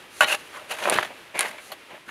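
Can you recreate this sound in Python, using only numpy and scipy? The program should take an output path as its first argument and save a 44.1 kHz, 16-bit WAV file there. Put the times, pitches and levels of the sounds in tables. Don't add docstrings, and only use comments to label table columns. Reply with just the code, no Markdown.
import sys
import numpy as np
from scipy import signal
from scipy.fft import rfft, irfft, next_fast_len
from scipy.io import wavfile

SR = 44100
rng = np.random.default_rng(int(sys.argv[2]) if len(sys.argv) > 2 else 0)


def generate_wav(sig):
    pcm = np.round(np.clip(np.atleast_2d(sig).T, -1, 1) * 32767).astype(np.int16)
    wavfile.write(sys.argv[1], SR, pcm)


N = 92610
T = np.arange(N) / SR

# pitch in Hz, relative level in dB when struck,
# relative level in dB when rubbed, time to fade by 60 dB in seconds.
BLADE_TONES = [(608.4, -15, 6, 0.056), (819, -33, 3.5, 0.04), (1124, -16.5, -7.5, 0.13),
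               (1208, -40, -7, 0.088), (1428, -17, -24, 0.18), (1462, 0, -23, 0.027),
               (1582, -11, 5.5, 0.057), (1914, -27, -12.5, 0.17), (2054, -36, 4.5, 0.027),
               (2596, -14, 2.5, 0.048), (2756, -17.5, -1.5, 0.053), (2920, -19.5, 1, 0.056),
               (3010, -19.5, -3.5, 0.095), (3816, -34, -5.5, 0.11), (4150, -36, -9.5, 0.11)]
# start in seconds, rise in seconds, hold in seconds,
# time to fade by 60 dB in seconds, level in dB, then hiss and blade ring in dB relative to that level,
# rasp centre in Hz, rasp in dB relative to that level.
SCRAPES = [(0.2187, 0.00053, 0.014, 0.08, -19.5, -9, -2.5, 1510, -6.5),
           (0.259, 0.045, 0.015, 0.068, -26.5, -3.5, 1, 2650, 0.5),
           (0.311, 0.016, 0.023, 0.024, -28, -6, -5, 2690, -0.5),
           (.33, 0.019, 0.013, 0.51, -47.5, 0, -3, 2690, -1.5),
           (0.523, 0.028, 0.0089, 0.27, -41.5, -10, -12, 1250, 3),
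           (0.682, 0.021, 0.01, .1, -43.5, -2, -4, 2720, -5),
           (0.705, .004, 0.0066, 0.19, -34.5, -5.5, -2, 2700, -3.5),
           (0.74, 0.1, .07, 0.15, -32.5, -8, -6, 1810, -19),
           (0.917, 0.0069, 0.013, 0.11, -26.5, -9, -3, 2480, -10),
           (0.953, 0.0081, 0.031, 0.14, -27, -13, -9.5, 1906, -12),
           (1.015, 0.023, 0.0075, 0.14, -32.5, -11, -22, 1910, -7.5),
           (1.341, 0.017, 0.056, 0.033, -34, -10, -29, 2180, 3),
           (1.386, 0.022, 0.026, 0.39, -32, -8, -4, 2080, 0),
           (1.454, 0.014, 0.02, 0.18, -48, 0, -10, 2200, -18),
           (1.577, 0.014, 0.0035, 0.04, -46.5, -24, -7, 2200, 3),
           (1.717, .002, 0.018, .03, -42, -10, -3, 3200, -10),
           (1.886, 0.019, 0.061, 0.069, -49.5, -17, -14, 1980, -5),
           (2.062, 0.038, .02, .1, -43, -7.5, -6, 1500, 1)]
# frequency in Hz, relative level in dB.
CRUNCH_COLOUR = [(60, -49), (200, -15.5), (400, -2), (620, 3), (1000, 3.5), (1600, 5), (2200, 1.5),
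                 (2750, 0), (3400, -0.5), (4300, -12.5), (5200, -16), (9000, -49)]
# frequency in Hz, relative level in dB.
HISS_COLOUR = [(2500, -16), (4200, 4), (5200, -4), (6300, 1), (7300, -0.5), (8200, -5.5), (9200, 2.5),
               (10900, 0), (12500, -5.5), (15000, -17.5)]
# start in seconds, rise in seconds, hold in seconds,
# time to fade by 60 dB in seconds, level in dB.
TUMBLES = [(0.229, 0.026, 0.011, 0.046, -34), (0.317, 0.0095, 0.016, 0.063, -35),
           (0.528, .02, 0.057, 0.27, -47), (0.694, .015, 0.025, 0.13, -39),
           (0.791, 0.076, 0.042, 0.29, -28.5), (1.086, 0.02, 0.0087, 0.1, -41.5),
           (1.338, 0.011, 0.011, 0.092, -33.5), (1.419, 0.035, .004, .13, -33),
           (1.519, 0.0096, 0.0083, 0.11, -44), (1.689, 0.016, 0.0082, 0.034, -43.5),
           (1.882, 0.028, 0.048, .08, -47.5)]
# frequency in Hz, relative level in dB.
SOIL_COLOUR = [(40, -60.5), (110, -34), (200, -6.5), (330, -9), (600, 3), (950, -2), (1400, -13),
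               (2500, -3.5), (4500, -28.5), (12000, -107)]
# pitch in Hz, relative level in dB,
# time to fade by 60 dB in seconds.
LOADED_BLADE_TONES = [(450, -4.5, 0.028), (564, 1, 0.099), (620.4, -4, 0.11), (779, -6, 0.098),
                      (977, -2.5, 0.06)]
# time in seconds, relative level in dB,
# middle pitch in Hz, time to fade by 60 dB in seconds.
KNOCKS = [(.2445, -16, 2420, 0.022), (.7865, -29, 2230, .012), (.8385, -24.5, 3300, 0.016),
          (0.8553, -13.5, 1380, 0.013), (.873, -16, 766, 0.056), (.887, -17, 945, 0.034),
          (.9145, -12, 670, 0.012), (.9225, -15, 691, 0.029), (.962, -21, 2450, 0.014),
          (.9858, -5.5, 1333, 0.016), (1.4095, -14.5, 1710, 0.0066), (1.4475, -25, 657, 0.034),
          (1.7175, -37.5, 854, 0.09), (1.943, -29, 550, 0.0086), (1.978, -37, 900, 0.01),
          (2.0915, -30, 1670, 0.021)]
# multiple of the knock's pitch, relative level in dB.
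KNOCK_TONES = [(.45, -10), (.74, -1), (1.0, -1), (1.3, -3.5), (1.7, -6.5), (2.4, -16.5)]
# time in seconds, level in dB.
THUDS = [(.005, -70), (.045, -55), (0.239, -40), (.85, -35), (.92, -37), (0.955, -28.5), (0.989, -39),
         (1.004, -43), (1.064, -42), (1.112, -53), (1.351, -40.5), (1.389, -40), (1.499, -44), (1.93, -46),
         (2.075, -42.5)]
# frequency in Hz, relative level in dB.
THUD_COLOUR = [(25, -46), (60, -9), (120, -3), (220, 5), (400, 6.5), (1200, -32)]
# time in seconds, relative level in dB.
SNAPS = [(0.8983, 2.5), (0.9404, -13), (1.3924, 3.5), (1.4083, 2.5)]
# frequency in Hz, relative level in dB.
SNAP_COLOUR = [(200, -19), (1000, 0), (2300, -4.5), (4300, -0.5), (5300, -13), (6700, -9), (7300, 0.5),
               (8000, -13), (9000, 7.5), (10600, 3), (11700, -6.5), (12500, -20), (15000, -22)]
# pitch in Hz, relative level in dB, time to fade by 60 dB in seconds.
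STONE_TONES = [(3800, -42, .015), (4330, -30.5, 0.013), (4800, -44, .012), (10400, -39, .014),
               (11670, -37, .014), (12000, -35.5, 0.02)]
# delay in seconds, level in dB relative to the direct sound.
PIT_ECHOES = [(.0011, -24), (.0046, -26)]
# frequency in Hz, relative level in dB.
AIR_COLOUR = [(20, -32), (40, -15.5), (100, -5.5), (200, -5.5), (360, 2.5), (600, -1.5), (1300, -1),
              (1900, -0.5), (2700, -0.5), (4000, -8.5), (5500, -15), (8200, -18), (10000, -15),
              (12500, -21), (15000, -29)]
# time in seconds, level in dB.
AIR_LEVEL = [(0, -44.5), (.08, -48.5), (.18, -46), (.45, -45.5), (.66, -46), (1.2, -45.5), (1.32, -48.5),
             (1.65, -47.5), (1.85, -48.5), (1.97, -48.5), (2.04, -51)]
# start in seconds, rise in seconds, hold in seconds,
# time to fade by 60 dB in seconds, level in dB.
SWELLS = [(.09, 0.1, 0.023, 0.15, -46), (0.398, 0.088, .08, 0.97, -58.5), (1.57, 0.068, 0.048, 0.31, -51)]

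COARSE_GRAINS = dict(per_s=3200, spread_db=1.5)
FINE_GRAINS = dict(per_s=7000, spread_db=1)
RUBBING_GRAINS = dict(per_s=4100, spread_db=1.5)
CRUMB_GRAINS = dict(per_s=1800, spread_db=2.5)
BLADE_LOW_HZ, KNOCK_LOW_HZ = 507, 220


def strike():
    strike_s, clank_db, crack_db, crack_t60_s = 0.2074, 1.5, -13, 0.044
    crack = from_db(crack_db) * dying(strike_s, crack_t60_s) * grains(**FINE_GRAINS)
    struck_tones = [(hz, db + clank_db, t60) for hz, db, _, t60 in BLADE_TONES]
    clank = ring_together(strike_s, struck_tones)
    body = low_cut(clank + colour(crack, CRUNCH_COLOUR), BLADE_LOW_HZ)
    return body + from_db(-7) * colour(crack, HISS_COLOUR)


def scrapes():
    judder = rms_one(from_db(2.5 * drift(55.6)))
    coarse = judder * grains(**COARSE_GRAINS)
    fine = judder * grains(**FINE_GRAINS)
    catches = judder * grains(**RUBBING_GRAINS)
    slips = judder * grains(**COARSE_GRAINS)

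    force = hiss = rub = rasp = 0
    for start, rise, hold, t60, db, hiss_db, ring_db, rasp_hz, rasp_db in SCRAPES:
        push = from_db(db) * stroke(start, rise, hold, t60)
        force = force + push
        hiss = hiss + push * from_db(hiss_db)
        rub = rub + push * from_db(ring_db)
        rasp = rasp + push * from_db(rasp_db) * resonance(slips, rasp_hz, 427.5)

    rubbed_tones = [(hz, db, t60) for hz, _, db, t60 in BLADE_TONES]
    blade = low_cut(ring_together(0, rubbed_tones), BLADE_LOW_HZ)
    ringing = excite(catches * rub, blade / np.linalg.norm(blade))
    return colour(coarse * force, CRUNCH_COLOUR) + colour(fine * hiss, HISS_COLOUR) + rasp + ringing


def clods():
    flow = sum(from_db(db) * stroke(*shape) for *shape, db in TUMBLES)
    crumbs = colour(flow * grains(**CRUMB_GRAINS), SOIL_COLOUR)

    blade = low_cut(ring_together(0, LOADED_BLADE_TONES), KNOCK_LOW_HZ)
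    drumming = excite(flow * grains(**CRUMB_GRAINS), blade / np.linalg.norm(blade))

    knocks = 0
    for s, db, hz, t60 in KNOCKS:
        tones = [(hz * ratio * (1 + 0.032 * rng.standard_normal()), db + tone_db, t60)
                 for ratio, tone_db in KNOCK_TONES]
        knocks = knocks + ring_together(s, tones)

    weight = sum(from_db(db) * dying(s, t60=0.095) for s, db in THUDS)
    thuds = colour(weight * grains(**CRUMB_GRAINS), THUD_COLOUR)
    return crumbs + from_db(-3) * drumming + low_cut(knocks, KNOCK_LOW_HZ) + thuds


def grit():
    snap_db, spray_db, spray_t60_s = 3, -27.5, 0.028
    clicks = np.zeros(N)
    splinters = grains(**COARSE_GRAINS)
    for s, db in SNAPS:
        clicks[int(s * SR)] += from_db(db)
        clicks += from_db(db + spray_db) * dying(s, spray_t60_s) * splinters
    smeared = signal.lfilter([.7, 0, 0, 1], [1, 0, 0, .7], clicks)
    return from_db(snap_db) * low_cut(colour(smeared, SNAP_COLOUR), 160)


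def stone():
    clink_s, rattle_db, rattle_t60_s = 1.718, -18, 0.048
    contacts = from_db(rattle_db) * dying(clink_s, rattle_t60_s) * grains(**COARSE_GRAINS)
    return excite(contacts, ring_together(0, STONE_TONES))


def pit(x):
    echoes = sum(from_db(db) * np.interp(T - delay, T, x, left=0) for delay, db in PIT_ECHOES)
    tail = rng.standard_normal(N) * dying(0.0025, t60=0.073)
    soften = signal.butter(1, 5000, fs=SR, output="sos")
    tail = signal.sosfilt(soften, tail / np.linalg.norm(tail))
    return x + echoes + from_db(-20.5) * excite(x, tail)


def outdoors():
    level = from_db(np.interp(T, *np.transpose(AIR_LEVEL)))
    air = level * colour(rng.standard_normal(N), AIR_COLOUR)
    swell = sum(from_db(db) * stroke(*shape) for *shape, db in SWELLS)
    return air + swell * colour(rng.standard_normal(N), HISS_COLOUR)


def grains(per_s, spread_db):
    sizes = from_db(spread_db * np.minimum(rng.exponential(1, N), 4)) * rng.choice([-1, 1], N)
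    return rms_one(sizes * (rng.random(N) < per_s / SR))


def ring_together(s, tones):
    return sum((-1) ** k * ring(s, *tone) for k, tone in enumerate(tones))


def ring(s, hz, db, t60):
    return from_db(db) * dying(s, t60) * np.sin(2 * np.pi * hz * (T - s))


def excite(x, response):
    return signal.fftconvolve(x, response)[:N]


def dying(s, t60):
    return (T >= s) * from_db(-60 * np.clip((T - s) / t60, 0, 4))


def stroke(start, rise, hold, t60):
    fall = from_db(-60 * np.clip((T - start - rise - hold) / t60, 0, 4))
    return np.clip((T - start) / rise, 0, 1) * fall


def drift(hz):
    slow = signal.butter(2, hz, fs=SR, output="sos")
    return rms_one(signal.sosfilt(slow, rng.standard_normal(N)))


def resonance(x, hz, width_hz):
    r = np.exp(-np.pi * width_hz / SR)
    section = [1, 0, -1, 1, -2 * r * np.cos(2 * np.pi * hz / SR), r * r]
    return rms_one(signal.sosfilt([section, section], x))


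def colour(x, spectrum):
    size = next_fast_len(2 * N)
    hz, db = np.transpose(spectrum)
    log_hz = np.log(np.fft.rfftfreq(size, 1 / SR) + 1)
    gain = rms_one(from_db(np.interp(log_hz, np.log(hz), db)))
    cepstrum = irfft(np.log(gain), size)
    cepstrum[1:size // 2] *= 2
    cepstrum[size // 2 + 1:] = 0
    return irfft(rfft(x, size) * np.exp(rfft(cepstrum)), size)[:N]


def low_cut(x, hz):
    return signal.sosfilt(signal.butter(2, hz, "high", fs=SR, output="sos"), x)


def rms_one(x):
    return x / np.sqrt(np.mean(x ** 2) + 1e-20)


def from_db(db):
    return 10 ** (np.asarray(db) / 20)


def scene():
    digging = strike() + scrapes() + clods() + grit() + stone()
    return (pit(digging) + outdoors())[None]


def record(dry):
    top_cut = signal.ellip(10, .2, 80, 15600, fs=SR, output="sos")
    return signal.sosfilt(top_cut, np.tanh(dry))


dry = scene()
out = record(dry)
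generate_wav(out)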